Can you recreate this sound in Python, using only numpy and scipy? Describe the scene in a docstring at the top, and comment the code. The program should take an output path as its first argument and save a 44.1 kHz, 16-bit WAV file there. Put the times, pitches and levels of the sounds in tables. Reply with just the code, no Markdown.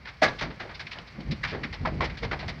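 """Hail in heavy rain, heard from a microphone under a porch roof.
Overhead the heaviest stones thud on the roof, whose panel booms on after them. Others knock on
hard surfaces all around, each ringing the spot it strikes, and small ones patter farther off.
Behind them rain washes down, tyres hiss on the wet street and gusts rumble on the microphone."""
import sys
import numpy as np
from scipy.fft import rfft, irfft, next_fast_len
from scipy.io import wavfile
from scipy.ndimage import uniform_filter1d, map_coordinates

SR = 44100
rng = np.random.default_rng(int(sys.argv[2]) if len(sys.argv) > 2 else 0)


def to_wav(s):
    """Save 16-bit WAV."""
    ch = np.atleast_2d(s).T  # columns
    pcm = np.round(np.clip(ch, -1, 1) * 32767)  # PCM
    wavfile.write(sys.argv[1], SR, pcm.astype(np.int16))


N = 114660

# wind on the microphone: time_s, rumble_db, flutter_db
GUST_LEVELS = [(0,-53,-54), (.36,-48.5,-72), (.46,-39.5,-37.5), (.56,-57.5,-53.5), (.8,-49.5,-68),
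               (0.859,-56,-47), (0.931,-53.5,-70.5), (1.13,-54,-56.5), (1.189,-49,-36), (1.235,-52,-44.5),
               (1.279,-30,-35), (1.328,-41,-30), (1.355,-42,-44.5), (1.55,-43,-40), (1.6,-44,-45),
               (1.65,-52,-37), (1.72,-39,-49), (1.78,-46.5,-51), (1.821,-30.5,-36), (1.885,-38.5,-37.5),
               (1.95,-36.5,-35), (2.069,-35,-39), (2.201,-46.5,-50.5), (2.243,-31.5,-36), (2.42,-45,-45),
               (2.49,-33.5,-41.5), (2.6,-55,-41.5)]
# its deep rumble and its higher flutter: frequency_hz, density_db
RUMBLE_SPECTRUM = [(15, -47), (25, -25), (32, -16.5), (45, 12), (70, 11), (105, 5), (160, -6.5),
                   (400, -57.5), (3000, -120)]
FLUTTER_SPECTRUM = [(60, -43), (110, -14.5), (142, 6), (175, -2.5), (215, -3), (300, -10), (400, -17),
                    (800, -27), (2000, -78), (6000, -120)]
# rain and wet tyres out in the street: frequency_hz, density_db
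WASH_SPECTRUM = [(25, -26.5), (60, 9), (150, 11), (300, -1.5), (520, -0.5), (1000, 0.5), (1600, 0),
                 (2150, 4), (2800, -5.5), (3600, -10), (4600, -6.5), (5600, -15.5), (6800, -29.5),
                 (8500, -38), (12000, -54.5), (16000, -70)]
# their slow swell: time_s, level_db
WASH_SWELL = [(0, -53), (.2, -53), (.7, -49.5), (1.1, -50), (1.5, -49), (2, -48), (2.6, -48)]
# centres of a blow's bass, middle and treble: frequency_hz
ZONE_CENTRES = [500, 1600, 4200]
# where louder blows crack brighter: frequency_hz, weight
CRACK_BAND = [(5000, 0), (8000, 1)]
# knocks near the microphone and, at 0.23 s, the bright crack of the heaviest stone on the roof:
# start_s, rise_s, hold_s, pitch_hz, bass_db, middle_db, treble_db, note_db
HARD_KNOCKS = [(0.052,0.0029,0.007,1820,-54.5,-42.5,-48,-37), (0.069,0.0053,0.021,1480,-58,-42,-45,-38),
               (.23,0.0011,0.011,1620,-48,-41,-27,-29), (0.283,0.0016,0.0022,3870,-47,-55,-39.5,-26),
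               (0.382,.012,.0065,3470,-59,-37,-39,-47), (0.502,0.0047,0.0072,496,-46.5,-43,-51,-42),
               (0.642,0.0054,0.011,577,-41.5,-55,-63,-41), (0.69,0.003,0.028,1420,-49.5,-44.5,-54,-43),
               (0.741,0.011,.0044,3560,-76,-47,-42.5,-44), (0.793,.004,0.017,1650,-52.5,-40,-39,-34),
               (0.867,.001,0.0046,2384,-75,-39,-42.5,-35), (0.909,0.0087,0.017,2540,-60,-41.5,-40.5,-41),
               (.986,0.0007,.001,2950,-63,-51,-42.5,-32.5), (1.072,0.0044,0.012,4970,-77,-55,-51,-49),
               (1.199,0.0059,.0079,1960,-50,-55,-49,-50), (1.308,.0068,0.0082,4400,-67,-39,-37,-43),
               (1.43,0.0097,0.013,1720,-46,-27,-35.5,-25.5), (1.469,0.0073,0.042,2320,-53.5,-41.5,-42,-43),
               (1.631,0.0052,0.011,2000,-52,-32.5,-39,-37), (1.725,0.0045,0.018,2130,-46.5,-42.5,-40.5,-37),
               (1.8502,0.0025,0.013,1014,-34.5,-29,-50,-20), (1.854,0.0011,0.0049,1325,-45,-31,-39,-23),
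               (1.871,0.0025,0.005,638,-37,-34,-43,-23), (2.0058,0.00079,0.011,1066,-30.5,-30,-38,-20.5),
               (2.0175,0.0027,0.017,2240,-31,-31.5,-42,-24.5), (2.039,0.0046,0.016,2060,-42,-36.5,-37,-33),
               (2.095,0.0061,0.0059,2090,-48.5,-43,-46.5,-37), (2.171,.0015,0.018,1680,-80,-49.5,-42.5,-37),
               (2.219,0.015,0.018,464,-39,-34,-39.5,-30.5), (2.311,0.0021,0.025,1470,-33.5,-31.5,-40.5,-34),
               (2.39,0.0026,0.021,3600,-49,-40,-43.5,-44), (2.423,0.0078,0.0082,640,-42.5,-38.5,-51,-36.5),
               (2.479,0.0027,0.018,2060,-40,-39.5,-36.5,-34)]
# heavy stones overhead:
# start_s, rise_s, hold_s, pitch_hz, bass_db, middle_db, treble_db, note_db, panel_db
ROOF_STONES = [(.216,0.0087,0.019,666,-28,-16.5,-31,-24,-17.5),
               (.409,0.0021,0.015,1280,-35.5,-29.5,-38.5,-33,-57),
               (.595,0.0072,0.0086,1680,-42,-35.5,-46,-41,-59),
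               (0.946,.0093,0.032,1058,-48.5,-44,-58,-51,-65),
               (1.521,0.01,0.018,436.3,-35.5,-35.5,-51.5,-34.5,-54)]
# colour of each kind of blow: frequency_hz, density_db
KNOCK_SPECTRUM = [(60, -16), (200, -11), (330, 7.5), (520, 5.5), (900, 7.5), (1400, 3.5), (2200, 8.5),
                  (2750, -0.5), (4400, -2), (5400, -7.5), (6500, -23.5), (8500, -38), (12000, -55),
                  (16000, -66)]
THUD_SPECTRUM = [(25, -13.5), (65, -20.5), (110, -3), (270, -4), (420, -4), (700, -2), (1300, -1),
                 (2200, 9.5), (2700, 4.5), (4400, 12), (6200, -1), (7300, -17), (10000, -31), (15000, -42)]
# their die-away after the hold: frequency_hz, t60_s
KNOCK_DECAY = [(150, 0.12), (700, 0.17), (2000, 0.079), (5000, 0.078), (10000, 0.031)]
THUD_DECAY = [(70, 0.72), (250, 0.37), (700, 0.25), (2000, 0.16), (5000, 0.15), (10000, 0.052)]
# modes of the roof panel: pitch_hz, level_db, t60_s
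PANEL_MODES = [(269, 2.5, 0.073), (627.3, 6.5, 0.13), (677, -2, 0.061), (753, 3.5, 0.11), (1162, -10, 0.29),
               (1678, -3, 0.27)]

HISS_DB, BAND_LIMIT_HZ = -83, 15750
PATTER_PER_S, PATTER_DB, PATTER_RISE_S, PATTER_T60_S = 45, -61, 0.003, 0.065
KNOCK_GAIN_DB, THUD_GAIN_DB, PANEL_RISE_S = -1.5, -0.5, 0.0052
RING_DB, RING_WIDTH = 3, 0.31  # the struck spot's resonance: lift, half-width as a share of its pitch
NOTE_CYCLES = 52  # the spot's own note: cycles until 60 dB down
CRACK_SLOPE, CRACK_FROM_DB = 0.87, -37  # dB of top per dB of treble above this level
TAIL_DB, TAIL_T60_S = -18.5, 0.54  # the porch's reverberation


def amp(db):
    """Decibels to gain."""
    return 10 ** (np.asarray(db) / 20)


def unit(x):
    """Scale to rms 1."""
    return x / np.sqrt(np.mean(x ** 2) + 1e-20)


def along(points, hz):
    """Read (frequency_hz, value) points at hz, on a log axis."""
    frequencies, values = np.transpose(points)
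    return np.interp(np.log(hz + 1), np.log(frequencies + 1), values)


def curve(rows):
    """Join (time_s, value) points, one value per sample."""
    return np.interp(np.arange(N) / SR, *np.transpose(rows))


def wobble(per_s):
    """A smooth random curve through per_s knots a second."""
    knots = rng.standard_normal(int(N * per_s / SR) + 4)
    return map_coordinates(knots, [np.arange(N) * per_s / SR])


def filtered(x, response):
    """Filter x by a gain that is a function of frequency."""
    size = next_fast_len(len(x) + 4096)
    return irfft(rfft(x, size) * response(np.fft.rfftfreq(size, 1 / SR)), size)[:len(x)]


def coloured(x, spectrum):
    """Shape x by a spectrum, at rms 1."""
    return unit(filtered(x, lambda hz: amp(along(spectrum, hz))))


def steadied(x, size):
    """Even out the chance swells of a noise over size samples."""
    return x / np.sqrt(np.abs(uniform_filter1d(x ** 2, size, axis=-1)) + 1e-20)


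def add(track, start_s, sound):
    """Mix a sound in at start_s."""
    i = max(round(start_s * SR), 0)
    track[i:i + len(sound)] += sound[:max(N - i, 0)]


def recorder_hiss():
    """The recorder's own even noise, beneath everything."""
    return amp(HISS_DB) * rng.standard_normal(N)


def wind_gusts():
    """Wind buffets the microphone in lumps: a deep rumble with a flutter above it."""
    out = np.zeros(N)
    times_s, *levels = np.transpose(GUST_LEVELS)
    lumps_db = 1.37 * wobble(per_s=29.97)
    for spectrum, level_db in zip((RUMBLE_SPECTRUM, FLUTTER_SPECTRUM), levels):
        air = steadied(coloured(rng.standard_normal(N), spectrum), size=2000)
        out += air * amp(curve(list(zip(times_s, level_db))) + lumps_db)
    return out


def street_wash():
    """Dense rain and tyre spray beyond the porch, swelling as a car comes near."""
    drops = rng.standard_normal(N) * np.exp(0.5 * rng.standard_normal(N))
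    return coloured(drops, WASH_SPECTRUM) * amp(curve(WASH_SWELL) + 0.27 * wobble(per_s=16))


def far_patter():
    """Many small stones farther off, each a tick of noise with its own size and brightness."""
    out, t = np.zeros(N), np.arange(SR // 8) / SR
    fade = amp(-60 * t / PATTER_T60_S) * (1 - np.exp(-t / PATTER_RISE_S))
    for when, size, brightness in rng.random((int(PATTER_PER_S * N / SR), 3)):
        tilt_db = 10 + 4 * brightness
        colour = lambda hz: amp(along(KNOCK_SPECTRUM, hz) + tilt_db * np.log2((hz + 200) / 2000))
        tick = unit(filtered(rng.standard_normal(len(t)), colour))
        size_db = 2.8 * min(-np.log(size + 1e-9), 2)
        add(out, when * N / SR, amp(PATTER_DB + size_db) * fade * tick)
    return out


def blow_colour(hz, pitch_hz, zone_db, spectrum):
    """One blow's gain at each frequency: the struck spot resonates, and louder blows crack brighter."""
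    surface = amp(along(spectrum, hz))
    zones_hz = [(250, 900), (900, 2600), (2600, 9000)]
    power = [np.sum(surface[(hz > low) & (hz < high)] ** 2) / len(hz) for low, high in zones_hz]
    trim_db = np.array(zone_db) - 10 * np.log10(power)
    balance_db = along(list(zip(ZONE_CENTRES, trim_db)), hz)
    ring_db = RING_DB / (1 + ((hz / pitch_hz - 1) / RING_WIDTH) ** 2)
    crack_db = CRACK_SLOPE * (zone_db[-1] - CRACK_FROM_DB) * along(CRACK_BAND, hz)
    return surface * amp(balance_db + ring_db + crack_db)


def blow(rise_s, hold_s, pitch_hz, zone_db, note_db, spectrum, decay, lag_s, sag_db, grain):
    """One impact: a damped note and dense reflections, dying octave by octave into the porch's tail."""
    n = SR // 2
    t, hz = np.arange(n) / SR, np.fft.rfftfreq(n, 1 / SR)
    octaves_hz = np.geomspace(70, 9000, 8)
    split = np.array([np.interp(np.log(hz + 1), np.log(octaves_hz), row) for row in np.eye(8)])
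    band_gains = split * blow_colour(hz, pitch_hz, zone_db, spectrum)
    echoes = rng.standard_normal(n) * np.exp(grain * rng.standard_normal(n))
    bands = steadied(irfft(rfft(echoes) * band_gains), size=1000)
    bands *= np.sqrt(np.mean(band_gains ** 2, axis=1))[:, None]
    # bending waves are slow in the bass: lag_s is the delay at 100 Hz
    age_s = np.maximum(t - lag_s * 100 / octaves_hz[:, None], 0)
    attack = np.minimum(age_s / max(rise_s, 1e-3), 1)
    held = np.clip((age_s - rise_s) / max(hold_s, 1e-3), 0, 1)
    sag = amp(sag_db * (0.5 - held))
    dying_s = np.maximum(age_s - rise_s - hold_s, 0)
    direct = amp(-60 * dying_s / along(decay, octaves_hz)[:, None])
    tail = amp(TAIL_DB - 60 * dying_s / TAIL_T60_S)
    envelope = attack * sag * np.hypot(direct, tail)
    note_attack = np.minimum(t / max(rise_s, 1e-3), 1)
    note_fade = amp(note_db - 60 * np.maximum(t - rise_s, 0) * pitch_hz / NOTE_CYCLES)
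    note = note_attack * note_fade * np.sin(2 * np.pi * pitch_hz * t)
    return np.sum(bands * envelope, axis=0) + note


def hard_knocks():
    """Short hard knocks near the microphone, and the bright crack of the heaviest stone on the roof."""
    out = np.zeros(N)
    for start_s, rise_s, hold_s, pitch_hz, *zone_db, note_db in HARD_KNOCKS:
        knock = blow(rise_s, hold_s, pitch_hz, zone_db, note_db, KNOCK_SPECTRUM, KNOCK_DECAY,
                     lag_s=0.013, sag_db=1.5, grain=0.48)
        add(out, start_s, knock)
    return amp(KNOCK_GAIN_DB) * out


def roof_thuds():
    """Heavy blows on the roof above the microphone; each one sets the panel booming, at its own level."""
    out, t = np.zeros(N), np.arange(SR // 2) / SR
    panel_attack = 1 - np.exp(-t / PANEL_RISE_S)
    for start_s, rise_s, hold_s, pitch_hz, *zone_db, note_db, panel_db in ROOF_STONES:
        thud = blow(rise_s, hold_s, pitch_hz, zone_db, note_db, THUD_SPECTRUM, THUD_DECAY,
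                    lag_s=0.0098, sag_db=-1.5, grain=0.69)
        add(out, start_s, thud)
        boom = sum(amp(level_db - 60 * t / t60_s) * np.sin(2 * np.pi * (hz * t + rng.random()))
                   for hz, level_db, t60_s in PANEL_MODES)
        add(out, start_s + rise_s / 2, amp(panel_db) * panel_attack * boom)
    return amp(THUD_GAIN_DB) * out


def scene():
    """Hail near and far over rain and wind, at one microphone under the porch roof."""
    return (hard_knocks() + roof_thuds() + far_patter() + street_wash() + wind_gusts())[None]


def record(dry):
    """The recorder adds a faint hiss and keeps nothing above its band limit."""
    return filtered(dry[0] + recorder_hiss(), lambda hz: hz < BAND_LIMIT_HZ)[None]


dry = scene()
out = record(dry)
to_wav(out)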